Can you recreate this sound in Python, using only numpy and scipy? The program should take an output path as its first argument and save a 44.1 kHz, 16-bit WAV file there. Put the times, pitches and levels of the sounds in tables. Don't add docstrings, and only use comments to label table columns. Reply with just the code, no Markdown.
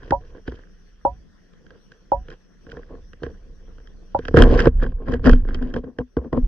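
import sys
import numpy as np
from scipy import signal
from scipy.fft import rfft, irfft, next_fast_len
from scipy.io import wavfile
from scipy.ndimage import uniform_filter1d, map_coordinates

SR = 44100
rng = np.random.default_rng(int(sys.argv[2]) if len(sys.argv) > 2 else 0)


def waveform_to_disk(signal):
    frames = np.transpose(np.atleast_2d(signal))
    scaled = np.clip(frames, -1, 1) * 32767
    samples = np.round(scaled).astype(np.int16)
    wavfile.write(sys.argv[1], SR, samples)


N = 285327

# t/s, level/dB
BED_LEVEL = [(0.0, -82.5), (4.2, -81.5), (4.5, -73), (4.83, -100), (6.47, -86)]
# f/Hz, relative density/dB per Hz
RUSH_SPECTRUM = [(35, -52.5), (60, -6), (133, -5.5), (183, 7), (233, -5.5), (507, -14.5), (697, -21),
                 (740, -21.5), (818, -25.5), (1820, -18), (2220, -28.5), (3300, -24.5), (3800, -31),
                 (5890, -26), (7050, -43.5), (9160, -46), (15500, -120)]
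# f/Hz, left-right correlation (-1 to 1)
RUSH_LIKENESS = [(60, 0.024), (160, -0.43), (450, 0.45), (900, .1), (1600, 0.71), (2400, .1), (3200, 0.42),
                 (4500, -0.25)]
# f/Hz, left minus right level/dB
RUSH_BALANCE = [(60, -4), (150, 1.5), (390, 9), (1010, 6), (2580, -4), (6600, 2.5)]
# f/Hz, left level/dB, right level/dB
WHINE_PARTIALS = [(5770, 11.5, -8.5), (7700, -12, -18.5), (9610, -7.5, -17.5), (11550, -11.5, -17),
                  (12400, -15.5, -23)]
# t/s, level/dB
SWAY_LEVEL = [(0.0, -43), (1.91, -61.5), (2.25, -41), (2.45, -63), (2.9, -44), (4.18, -44), (4.36, -30.5),
              (4.42, -10.5), (4.7, -23.5), (4.79, -17), (5.04, -32.5), (5.33, -8), (5.41, -21),
              (5.46, -21.5), (5.58, -22.5), (5.8, -37.5), (5.91, -61), (6.27, -55.5), (6.43, -16.5),
              (6.47, -19)]
# t/s, level/dB, time/s until the water has choked the ring by 10 dB, a loss growing
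PINGS = [(0.121, -1.5, -0.08), (1.05, -2.5, 0.11), (2.118, -2, 0.14), (4.147, -3, 0.03)]
# f/Hz, climb/Hz per s, rise/s, t60/s, left level/dB, right level/dB
HOLLOW_MODES = [(52.6, -0.5, 0.075, 0.56, -10, -8), (322, 1.5, 0.00089, 0.018, -9, -6),
                (557.3, -0.5, 0.0063, 0.091, -2.5, -5.5), (594, -4.5, 0.0037, 0.078, -15.5, -5),
                (692, 593, 0.025, 0.16, -15.5, -11.5), (821, 293, 0.0053, 0.042, 8.5, -7),
                (873, -3, 0.00083, 0.071, -20, -3.5), (927.4, 901.5, 0.015, 0.086, -3, 4.5),
                (1060, -6, 0.012, 0.063, -27.5, -9.5), (1380, -4.5, 0.0032, 0.02, -18, -13.5)]
# f/Hz, width/Hz, left level/dB, right level/dB
WALL_MODES = [(134, 40, -6, -3.5), (333, 105, -7.5, -5.5), (456, 51.1, 0.5, 2.5), (506, 76, -4.5, -2),
              (702, 120, -15.5, -14), (1059, 130, -14, -20)]
# f/Hz, width/Hz, left level/dB, right level/dB
SEAM_MODES = [(1300, 553, -11.5, -5.5), (1616, 193, 0.5, 5), (1920, 270, -8, -9), (2600, 880, -18.5, -16),
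              (3176, 200, -8, -5.5), (3720, 4000, -20.5, -24.5), (4970, 330, -10.5, -21),
              (5370, 440, -21, -27.5), (7500, 600, -36, -36)]
# f/Hz, width/Hz, left level/dB, right level/dB
DRUM_MODE = [(250, 19, 3.5, -1.5)]
# full from t/s, hold/s, rise/s, fall/s, tick level/dB, thud level/dB, drum level/dB
SCRAPES = [(0.0, 0.13, .02, .05, -54.5, -45.5, -76.5), (0.214, 0.19, .05, 0.03, -61.5, -52.5, -68.5),
           (0.469, 0.0065, 0.023, 0.31, -50.5, -46.5, -70), (1.738, 0.027, 0.25, 0.05, -67, -53, -75),
           (1.924, .01, 0.058, 0.32, -63, -63.5, -78.5), (2.323, 0.011, 0.073, 0.046, -48.5, -42.5, -67),
           (2.699, 0.067, 0.074, 0.23, -54, -43, -57), (2.918, 0.028, 0.049, 0.095, -78.5, -41, -60),
           (3.25, 0.0033, 0.062, 0.11, -49, -36.5, -62), (3.304, 0.776, 0.041, 0.036, -92, -61.5, -69),
           (4.19, 0.095, 0.09, .04, -53.5, -48, -64.5), (4.372, 0.039, 0.037, 0.11, -22, -11, -10),
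           (4.451, 0.052, 0.046, 0.2, -42, -19.5, -27), (4.528, 0.15, 0.042, 0.018, -29.5, -20.5, -31),
           (4.827, 0.013, 0.066, 0.087, -39.5, -28, -29), (5.004, 0.016, 0.035, 0.25, -68, -37.5, -43),
           (5.086, 0.058, 0.039, 0.051, -41, -28, -26), (5.262, .01, 0.031, 0.11, -25, -14.5, -7.5),
           (5.48, 0.091, 0.022, 0.1, -49, -39, -34), (5.615, 0.061, 0.014, 0.16, -51, -41, -29),
           (5.753, 0.025, 0.033, 0.046, -50.5, -31.5, -30.5),
           (5.838, 0.045, 0.018, 0.087, -66.5, -42.5, -39.5), (6, .01, 0.025, 0.025, -58.5, -23.5, -32.5),
           (6.175, 0.016, 0.0055, 0.034, -74.5, -28, -52), (6.229, 0.047, .05, 0.036, -67, -42.5, -34.5),
           (6.331, .01, 0.011, 0.056, -46.5, -26, -31), (6.363, 0.0077, 0.017, 0.055, -51, -29, -16.5)]
# tick level/dB, thud level/dB
DRIFT_DB = (-80.5, -72.5)
# t/s, blow on the walls level/dB, blow on the seams level/dB
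TAPS = [(0.031, -12, -23), (0.107, 6, -1), (0.349, -14.5, -30.5), (0.478, 6, -7), (0.519, -6, -20),
        (0.589, -18.5, -30), (1.534, -30, -32.5), (1.665, -25, -29.5), (1.705, -20.5, -24.5),
        (1.918, -32, -25.5), (2.284, -14, -21), (2.302, -26.5, -19.5), (2.666, -13.5, -27.5),
        (2.717, -25.5, -18), (2.769, -6.5, -22.5), (2.906, -11, -53), (2.951, -13, -32),
        (3.132, -18.5, -22), (3.22, -6, -44), (3.233, 0, -9), (3.264, -2.5, -17), (3.782, -22.5, -28.5),
        (3.8, -25, -32.5), (3.872, -29, -27.5), (4.189, 1, -9.5), (4.252, -5.5, -9.5), (4.282, 4, -3),
        (4.309, -4, -36), (4.341, 21, -6.5), (4.37, 23, 10), (4.421, 17.5, 11.5), (4.436, -2, -0.5),
        (4.602, 8.5, -2), (4.655, 17, 2), (4.669, 22.5, -5.5), (4.827, 3, -27), (4.863, 1.5, -15.5),
        (4.92, -10, -27.5), (5.083, 1, -19), (5.121, 0, -8), (5.138, 4, -5), (5.242, 2, -10),
        (5.27, 16, 2.5), (5.294, 15.5, 5.5), (5.332, 5.5, -3.5), (5.194, -12, -26.5), (5.45, -6.5, -25),
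        (5.487, -5, -17.5), (5.545, -14.5, -8.5), (5.624, -4.5, -12.5), (5.739, -2.5, -7.5),
        (5.762, 4, -9.5), (5.841, -5.5, -24.5), (5.986, 2.5, -9), (6.168, 11.5, -9.5), (6.244, -8, -27.5),
        (6.328, 10, -8.5), (6.374, 10, -23)]

WITH_SWAY_DB, WITH_SCRAPE_DB, WITH_PING_DB = -18.5, -6.5, -25
SETTLE_S = 0.4
EDGE_DB = 30
THUMP_DB, BEAT_DB = -28.5, -30
SHARPNESS, EVEN_DB = 0.44, -6
TICK_OWN_PATH = 0.35
SEAL_HZ = 6800
TOP_HZ = 15800


def amp(db):
    return 10 ** (np.asarray(db) / 20)


def unit(x):
    return x / np.sqrt(np.mean(x ** 2) + 1e-20)


def along(points, hz):
    f, value = np.transpose(points)
    return np.interp(np.log(hz + 1), np.log(f + 1), value)


def curves(rows):
    s, *columns = np.transpose(rows)
    return [np.interp(np.arange(N) / SR, s, column) for column in columns]


def wobble(rate):
    knots = rng.standard_normal(int(N * rate / SR) + 4)
    return map_coordinates(knots, [np.arange(N) * rate / SR])


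def filtered(x, response):
    m = next_fast_len(N + SR // 2)
    spectrum = rfft(x, m) * response(np.fft.rfftfreq(m, 1 / SR))
    return irfft(spectrum, m)[..., :N]


def bandpass(f, centre, width):
    return 1j * f * width / (centre ** 2 - f * f + 1j * f * width)


def ringing(modes, muffle_hz):
    def response(f):
        both = sum((-1) ** k * amp([[left], [right]]) * bandpass(f, centre, width)
                   for k, (centre, width, left, right) in enumerate(modes))
        return both / (1 + 1j * f / muffle_hz) ** 2
    return response


def apart(x, own):
    return np.sqrt(np.clip(1 - own, 0, 1)) * x[0] + np.sqrt(np.clip(own, 0, 1)) * x[1:]


def stream_rush():
    z = signal.stft(rng.standard_normal((2, N)), nperseg=512)[2]
    patches = uniform_filter1d(rng.standard_normal(z.shape[1:]), size=6, axis=0)
    patches = uniform_filter1d(patches, size=10, axis=1)
    pair = signal.istft(z * amp(3 * unit(patches)), nperseg=512)[1][:, :N]

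    def mid_side(hz):
        turn = np.arccos(np.clip(along(RUSH_LIKENESS, hz), -1, 1)) / 2
        return amp(along(RUSH_SPECTRUM, hz)) * [np.cos(turn), np.sin(turn)]

    mid, side = filtered(pair, mid_side)
    stereo = np.array([mid + side, mid - side])
    return unit(filtered(stereo, lambda hz: amp(np.outer([0.5, -0.5], along(RUSH_BALANCE, hz)))))


def electronic_whine():
    waver = np.cumsum(1 + 0.00061 * wobble(32)) / SR
    whine = sum(amp([[left], [right]]) * np.sin(2 * np.pi * hz * waver)
                for hz, left, right in WHINE_PARTIALS)
    return amp(3.7 * wobble(25)) * whine


def background():
    level_db, = curves(BED_LEVEL)
    return amp(level_db) * (amp(26.5) * stream_rush() + electronic_whine())


def pressure():
    t, gains = np.arange(N) / SR, np.zeros((3, N))
    for s, hold, rise, fall, *db in SCRAPES:
        before = np.maximum(s - t, 0) / max(rise, 0.005)
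        after = np.maximum(t - s - hold, 0) / max(fall, 0.005)
        gains += np.outer(amp(db), amp(-EDGE_DB * (before + after)))
    return gains


def mount():
    sway_db, = curves(SWAY_LEVEL)
    t = np.arange(N) / SR
    kicks = sum((t > s) * amp(db + WITH_PING_DB - 60 * np.abs(t - s) / SETTLE_S) for s, db, _ in PINGS)
    shudder = amp(sway_db + WITH_SWAY_DB) + amp(WITH_SCRAPE_DB) * pressure()[1] + kicks

    turns = np.cumsum(28 * amp(0.9 * wobble(4.4))) / SR
    sway = np.sqrt(2) * np.sin(2 * np.pi * turns) * amp(0.9 * wobble(9.3))
    buffet = filtered(rng.standard_normal(N), lambda f: bandpass(f, 38, 20) / (1 + 1j * f / 50))
    sway = sway + amp(-3.5) * unit(buffet)

    band = lambda f: bandpass(f, 60, 60)
    rumble = unit(filtered(rng.standard_normal(N), band))
    shaking = filtered(shudder * rumble, band)
    return amp([[-0.6], [0.6]]) * (amp(sway_db) * sway + shaking)


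def pings():
    out, t = np.zeros((2, N + SR)), np.arange(SR // 2) / SR
    for s, db, choke in PINGS:
        choke_db = 10 * (t / choke) ** 2
        ring = 0
        for hz, climb, rise, t60, left, right in HOLLOW_MODES:
            level_db = np.array([[left], [right]]) + rng.normal(0, 1)
            envelope = amp(level_db - 60 * t / t60 - choke_db) * (1 - np.exp(-t / rise)) ** 2
            ring = ring + envelope * np.sin(2 * np.pi * (hz + climb * t / 2) * t)
        out[:, round(s * SR):][:, :len(t)] += amp(db) * ring
    return out[:, :N]


def grit(rate, spread_db, floor, surge_db):
    hit = rng.random(N) < rate / SR
    push = hit * amp(spread_db * rng.exponential(size=N).clip(0, 3))
    size = uniform_filter1d(push, size=60)
    return (floor + unit(size)) * amp(surge_db * wobble(45)) * rng.standard_normal((3, N))


def scrape():
    tick_gain, thud_gain, drum_gain = pressure()
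    wall_grit = grit(rate=340, spread_db=4.5, floor=0.87, surge_db=2.5)
    coarse_grit = grit(rate=100, spread_db=6, floor=1, surge_db=3.5)
    fine_grit = grit(rate=300, spread_db=5, floor=0.7, surge_db=3)
    thud = filtered(apart(wall_grit, own=0.08), ringing(WALL_MODES, muffle_hz=1500))
    coarse = filtered(apart(coarse_grit, own=0.63), ringing(SEAM_MODES[:3], muffle_hz=5000))
    fine = filtered(apart(fine_grit, own=0.4), ringing(SEAM_MODES[3:], muffle_hz=5000))

    shake = apart(rng.standard_normal((3, N)), own=0.032)
    drum = lambda x: filtered(x, ringing(DRUM_MODE, muffle_hz=425))
    drumming = drum(drum_gain * shake) / drum(shake).std()
    thuds = (thud_gain + amp(DRIFT_DB[1])) * unit(thud)
    ticks = (tick_gain + amp(DRIFT_DB[0])) * unit(coarse + fine)
    return thuds + ticks + drumming


def taps():
    (thud, tick, fine), low = np.zeros((3, 3, N + SR)), np.zeros(N + SR)
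    t = np.arange(SR // 5) / SR
    soft = (1 - np.exp(-t / 0.0034)) ** 2
    beat = soft * amp(BEAT_DB - 60 * t / 0.092) * np.sin(2 * np.pi * DRUM_MODE[0][0] * t)
    for s, wall_db, seam_db in TAPS:
        at = slice(round(s * SR), round(s * SR) + len(t))
        rough = rng.standard_normal((2, 3, len(t)))
        push = amp(-60 * t / 0.0011)
        chatter = amp(-1 - 60 * t / 0.026) * rough[0]
        thud[:, at] += amp(wall_db) * (push + chatter)
        tick[:, at] += amp(seam_db - 60 * t / 0.018) * rough[1]
        fine_db = seam_db + SHARPNESS * (seam_db - wall_db - EVEN_DB)
        fine[:, at] += amp(fine_db - 60 * t / 0.016) * rough[1]
        thump_hz = 70 * amp(rng.normal(0, 1.5))
        thump = soft * amp(THUMP_DB - 60 * t / 0.2) * np.sin(2 * np.pi * thump_hz * t)
        low[at] += amp(wall_db) * (thump + beat)
    walls = filtered(apart(thud[:, :N], own=0.12), ringing(WALL_MODES, muffle_hz=1500))
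    coarse = filtered(apart(tick[:, :N], own=TICK_OWN_PATH), ringing(SEAM_MODES[:3], muffle_hz=4900))
    finer = filtered(apart(fine[:, :N], own=TICK_OWN_PATH), ringing(SEAM_MODES[3:], muffle_hz=5000))
    return walls + coarse - finer + low[:N]


def scene():
    seal = lambda f: 1 / (1 - (f / SEAL_HZ) ** 2 + 1j * f / SEAL_HZ) ** 2
    housing = filtered(taps() + scrape(), seal)
    return background() + mount() + pings() + housing


def record(dry):
    late = filtered(dry, lambda hz: np.exp(-2j * np.pi * np.outer([0, 2.5 / SR], hz)))
    hiss = amp(-90.5) * rng.standard_normal((2, N))
    clipped = (late + hiss) / (1 + np.abs(late) ** 40) ** (1 / 40)
    return filtered(clipped, lambda hz: hz < TOP_HZ)


dry = scene()
out = record(dry)
waveform_to_disk(out)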